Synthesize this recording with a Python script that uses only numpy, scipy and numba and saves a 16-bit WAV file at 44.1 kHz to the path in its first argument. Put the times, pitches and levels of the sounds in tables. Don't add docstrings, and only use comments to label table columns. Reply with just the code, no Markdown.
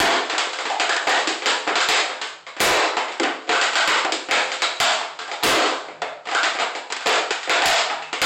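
import sys
import numpy as np
from scipy import signal
from scipy.io import wavfile
from scipy.ndimage import uniform_filter1d
from numba import njit

SR = 44100
rng = np.random.default_rng(int(sys.argv[2]) if len(sys.argv) > 2 else 0)


def volts_from_decibels(level):
    exponent = np.asarray(level, float) / 20
    return 10 ** exponent


def pcm_store(signal):
    levels = np.round(np.clip(np.atleast_2d(signal), -1, 1) * 32767)
    wavfile.write(sys.argv[1], SR, levels.astype(np.int16).T)


N = 363825
CLACK_N = 1500


def rms_one(x):
    return x / np.sqrt(np.mean(x ** 2) + 1e-20)


def at_hz(points, hz):
    table_hz, values = np.transpose(points)
    return np.interp(np.log(hz), np.log(table_hz), values)


def band(x, low, high):
    return signal.sosfilt(signal.butter(2, [low, high], "band", fs=SR, output="sos"), x)


def clack(level_db, bright_db, ring_hz, wide_db, ring_db, chance):
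    low_share = 0.46
    low_db = wide_db - low_share * bright_db
    high_db = wide_db + (1 - low_share) * bright_db
    t = np.arange(len(chance)) / SR
    crack = .025 * chance * np.exp(-t / .008)
    crack[0] += 1
    lows = volts_from_decibels(low_db + 1.5) * band(crack, 86, 756)
    mids = band(crack, 1113, 2763)
    highs = volts_from_decibels(high_db + 4.0) * band(crack, 3040, 9230)
    ring = np.sin(2 * np.pi * ring_hz * t) * np.exp(-t / 0.0027)
    ring = volts_from_decibels(ring_db - 15.5) * ring / np.sqrt(np.sum(ring ** 2))
    return volts_from_decibels(level_db) * (mids - lows - highs + ring)


def blaster():
    # (t/s, level/dB, brightness/dB, shell ring f/Hz)
    shots = [
        (2.6034, -11.5, 1, 348),
        (5.4343, -13, -.6, 291),
    ]
    cocking = [
        (0.0014, -2, -7, 633),
        (1.074, -14, -6.5, 866),
        (1.8873, -10, 7, 768),
        (3.8759, -10, -2.5, 848),
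        (4.8013, -8, 4, 650),
        (7.069, -10, -1.5, 657),
        (7.6574, -5, 4.5, 640),
        (8.2166, -5.5, -0.5, 750),
    ]
    latches = [(.380, -10.5, 8.5, 820), (.7979, -9.5, 4.5, 683), (1.4587, -3, 3, 1147),
               (1.7554, -8, 3.5, 900), (2.597, -19, -2, 1400), (3.478, -26.5, -17, 910),
               (3.492, -7.5, -8, 793), (3.6132, -7.5, 6, 930), (4.311, -1.5, 1.5, 2530),
               (5.427, -16.5, -1, 1170), (6.4315, -8.5, 6.5, 1406), (6.5985, -14, 1, 1830),
               (6.923, -22, 10, 2160), (7.059, -12.5, -16, 747), (7.4957, -1.5, 0.5, 2550)]
    knocks = [(.2975, -9.5, 7, 1880), (.3294, -10.5, -8, 1550), (.5871, -11, 1, 1460),
              (.6535, -9, -1.5, 745), (.925, -10.5, 5, 1560), (1.4212, -13.5, -3, 720),
              (1.668, -14, -14, 1500), (1.6755, -4, -11.5, 710), (2.099, -15, -5, 1790),
              (2.2144, -12, 9, 1390), (2.566, -18.5, -5, 1620), (3.0834, -17, -5, 626),
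              (3.1194, -20, 6, 1640), (3.2361, -6, -7, 1620), (3.512, -11, .1, 1900), (3.7314, -11, 5, 750),
              (4.2867, -12, -14, 554), (4.5176, -11.5, 11.5, 1610), (5.2146, -20.5, -1, 1710),
              (5.3268, -33, -11, 724), (5.8845, -22, -19.5, 820), (6.2701, -16, -7, 682),
              (6.551, -14, -8, 1470), (6.588, -9, -3, 1300), (6.9644, -21, 10, 696),
              (7.3065, -9, 9.5, 1980), (7.4744, -14.5, -17, 1150), (8.1286, -9.5, 3, 1580)]
    thumps = [(1.273, -8.5, 12, 332), (2.4663, -27, -7, 700), (2.9681, -5.5, -7.5, 900),
              (4.0472, -11, -13.5, 706), (4.121, -12.5, 15, 331), (5.0101, -14.5, -6.5, 905),
              (5.2787, -19.5, -3, 810), (5.3148, -14, 1, 830), (6.0181, -13, -16, 560),
              (6.3139, -12, -4.5, 750), (6.7509, -14, -2, 990), (6.9012, -17, -2, 1040),
              (7.6204, 2, -4, 890), (7.8994, -9.5, -13, 790)]
    pops = [(.5316, -17, 14, 1640), (1.093, 0.5, 9.5, 1915), (1.8047, -6, 10, 1590),
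            (2.2328, -21.5, -6, 1550), (3.755, 2.5, 4, 1604), (4.62, -5, 7, 3860), (5.1896, -16, 5, 1660),
            (6.255, -19.5, -7, 1310), (6.288, -15, -1, 1300), (6.6205, -11.5, -11, 1250),
            (7.0065, -17.5, 4, 1550), (7.4308, -19, 12, 1920), (8.022, -21, 2.5, 2640)]
    rings = [(.7001, -16, 9, 864), (.893, -9, 4, 1740), (.9639, -14.5, 8, 1810), (1.0705, -8.5, -4.5, 806),
             (2.4663, -27, -2, 1140), (2.4668, -30, 2, 2190), (2.4725, -33, .1, 3950),
             (3.198, -11, -1, 307), (3.528, -5, 1, 1510), (6.0186, -26, 7, 3500), (6.349, -4.5, 0, 1563)]
    # (contacts, extra blow strength/dB, lows and highs against the middle/dB, shell ring/dB)
    kinds = [(shots, 33, -6, -3.5),
             (cocking, 16, -5.5, -4),
             (latches, 5.5, -8, -6),
             (knocks, 0, -9, -14),
             (thumps, 0, -6.5, 1.3),
             (pops, 0, -8.5, 3.1),
             (rings, 0, -8.5, 10)]
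    spots = np.zeros((3, N + CLACK_N))
    k = 0
    for contacts, extra_db, wide_db, ring_db in kinds:
        for s, level_db, bright_db, ring_hz in contacts:
            i = round(s * SR)
            chance = rng.standard_normal(CLACK_N)
            hit = clack(level_db + extra_db, bright_db, ring_hz, wide_db, ring_db, chance)
            spots[k % 3, i:i + CLACK_N] += hit
            k += 1
    return spots[:, :N]


def close_sound(count):
    t = np.arange(count) / SR
    response = volts_from_decibels(3) * rng.standard_normal(count) * np.exp(-t / .006)
    response[0] += volts_from_decibels(9.5)
    return response


def snaps():
    # (t/s, level/dB, brightness/dB, shell ring f/Hz)
    hits = [(.381, -10, 6, 910), (3.198, -8, 1.5, 330), (4.048, -9, -6, 615), (4.122, -10.5, 10, 2600),
            (4.6205, -1.5, 7.5, 3880), (6.019, -14, .1, 696), (6.923, -11, 7, 2160), (7.06, -8, -3, 690),
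            (7.307, -8.5, 2.5, 406), (8.1295, -15, 1.5, 1560), (.8935, -7, 3, 1710), (6.3485, -6, .1, 1570),
            (.9645, -10.5, 5, 2400), (3.232, -9, .1, 1600), (6.965, -16, 5, 3000), (3.2005, -12, -24, 190),
            (6.0205, -19, -22, 480), (7.309, -16, -22, 240), (1.4595, -12, -18, 220), (.47, -24, -22, 210)]
    out = np.zeros(N + CLACK_N)
    for s, level_db, bright_db, ring_hz in hits:
        i = round(s * SR)
        chance = rng.standard_normal(CLACK_N)
        out[i:i + CLACK_N] += clack(level_db, bright_db, ring_hz, -5, -4.5, chance)
    return signal.fftconvolve(out, close_sound(CLACK_N))[:N]


def rattle(per_s=330, spread_db=4.0):
    # (t/s, level/dB)
    handling = [(0.0, -18), (0.41, -20.5), (1.06, -17.5), (1.31, -35), (1.6, -23), (2.14, -26), (2.3, -49),
                (3.0, -30), (3.33, -46), (3.54, -10), (3.7, -42), (4.16, -44), (4.39, -16.5), (5.3, -34),
                (5.61, -7.5), (6.11, -57), (6.34, -17), (6.55, -40.5)]
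    s, level_db = np.transpose(handling)
    sizes = volts_from_decibels(spread_db * np.minimum(rng.exponential(1, N), 4)) * rng.choice([-1, 1], N)
    ticks = sizes * (rng.random(N) < per_s / SR)
    motion = volts_from_decibels(np.interp(np.arange(N) / SR, s, level_db))
    return motion * band(ticks, 350, 13000)


def bathroom():
    # (f/Hz, T60/s)
    decay = [(200, 0.47), (500, 0.57), (1000, 0.62), (2000, 0.48), (4000, 0.53), (8000, 0.45)]
    # (f/Hz, level/dB, T60/s)
    modes = [(267.3, -23, 0.52), (320.6, -26.5, 0.5), (433.3, -24.5, 0.57), (518.6, -26, 0.59),
             (683, -31, 0.53)]
    t = np.arange(SR) / SR
    edges = 70 * 2 ** np.arange(0, 7.6, .5)
    white = rng.standard_normal((2, SR))
    tail = np.zeros(SR)
    for k, (low, high) in enumerate(zip(edges, edges[1:])):
        t60 = at_hz(decay, np.sqrt(low * high))
        tail += band(white[k % 2], low, high) * volts_from_decibels(-60 * t / t60)
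    tail *= volts_from_decibels(-1.5) * (1 - np.exp(-t / 0.0065))
    for hz, level_db, t60 in modes:
        phase = rng.uniform(0, 2 * np.pi)
        tail += volts_from_decibels(level_db - 60 * t / t60) * np.sin(2 * np.pi * hz * t + phase)
    return tail + close_sound(SR)


def rumble():
    # (peak t/s, half length/s, rise/dB)
    swells = [
        (2.45, 0.21, 8),
        (5.1, 0.18, 2),
        (6.05, .3, 14),
        (8.1, 0.25, 13),
    ]
    hum_hz, level_db = 155, -75.5 + 25.5
    t = np.arange(N) / SR
    swell_db = sum(rise_db * np.exp(-((t - s) / half) ** 2) for s, half, rise_db in swells)
    note = rms_one(band(rng.standard_normal(N), hum_hz * .96, hum_hz * 1.04))
    under = volts_from_decibels(.1) * rms_one(band(rng.standard_normal(N), 64, 115))
    return volts_from_decibels(level_db + swell_db) * (note + under)


def scene():
    spots = blaster()
    spots[0] += volts_from_decibels(-21.5) * rattle()
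    in_room = sum(signal.fftconvolve(spot, bathroom())[:N] for spot in spots)
    heard = in_room + snaps()
    floor = volts_from_decibels(-72) * rng.standard_normal(N)
    return np.tile(volts_from_decibels(5.5) * heard + floor + rumble(), (2, 1))


@njit
def follow(power, up, down):
    out, level = np.empty_like(power), power[0]
    for i in range(len(power)):
        level += (up if power[i] > level else down) * (power[i] - level)
        out[i] = level
    return out


def limiter(x):
    hold_db, attack_s, release_s = -19.5 + 2.5, 0.00017, 0.0018
    smooth = signal.lfilter([.02], [1, -.98], x ** 2)
    level = np.sqrt(follow(smooth, 1 / (attack_s * SR), 1 / (release_s * SR)))
    level = uniform_filter1d(level, size=110, origin=-22)
    return x / np.maximum(1, level / volts_from_decibels(hold_db))


def roll_off(x):
    return signal.sosfilt(signal.butter(12, 16480, fs=SR, output="sos"), x)


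def record(dry):
    # (f/Hz, level/dB)
    mic = [(35, -80), (60, -46.5), (288, -12.5), (312, -7), (568, -4), (728, 0), (972, -6.5), (1560, -9),
           (3490, -13), (5060, -16.5), (5850, -24), (7490, -15), (8300, -1.5), (10800, -80.5),
           (18300, -120)]
    cutoff_hz, overload = 8525, 0.67
    hz = np.linspace(0, SR / 2, 2049)
    colour = signal.firwin2(2047, hz, volts_from_decibels(2 * np.maximum(at_hz(mic, hz + 1), -45)), fs=SR)
    x = signal.fftconvolve(dry[0], signal.minimum_phase(colour))[:N]
    x = signal.sosfilt(signal.cheby2(12, 75, cutoff_hz * 1.0856, fs=SR, output="sos"), x)
    x = np.clip(x, -overload, overload)
    x = signal.sosfilt(signal.cheby2(10, 60, 17600, fs=SR, output="sos"), x)
    mix = np.tile(limiter(x), (2, 1))
    return roll_off(mix)


dry = scene()
out = record(dry)
pcm_store(out)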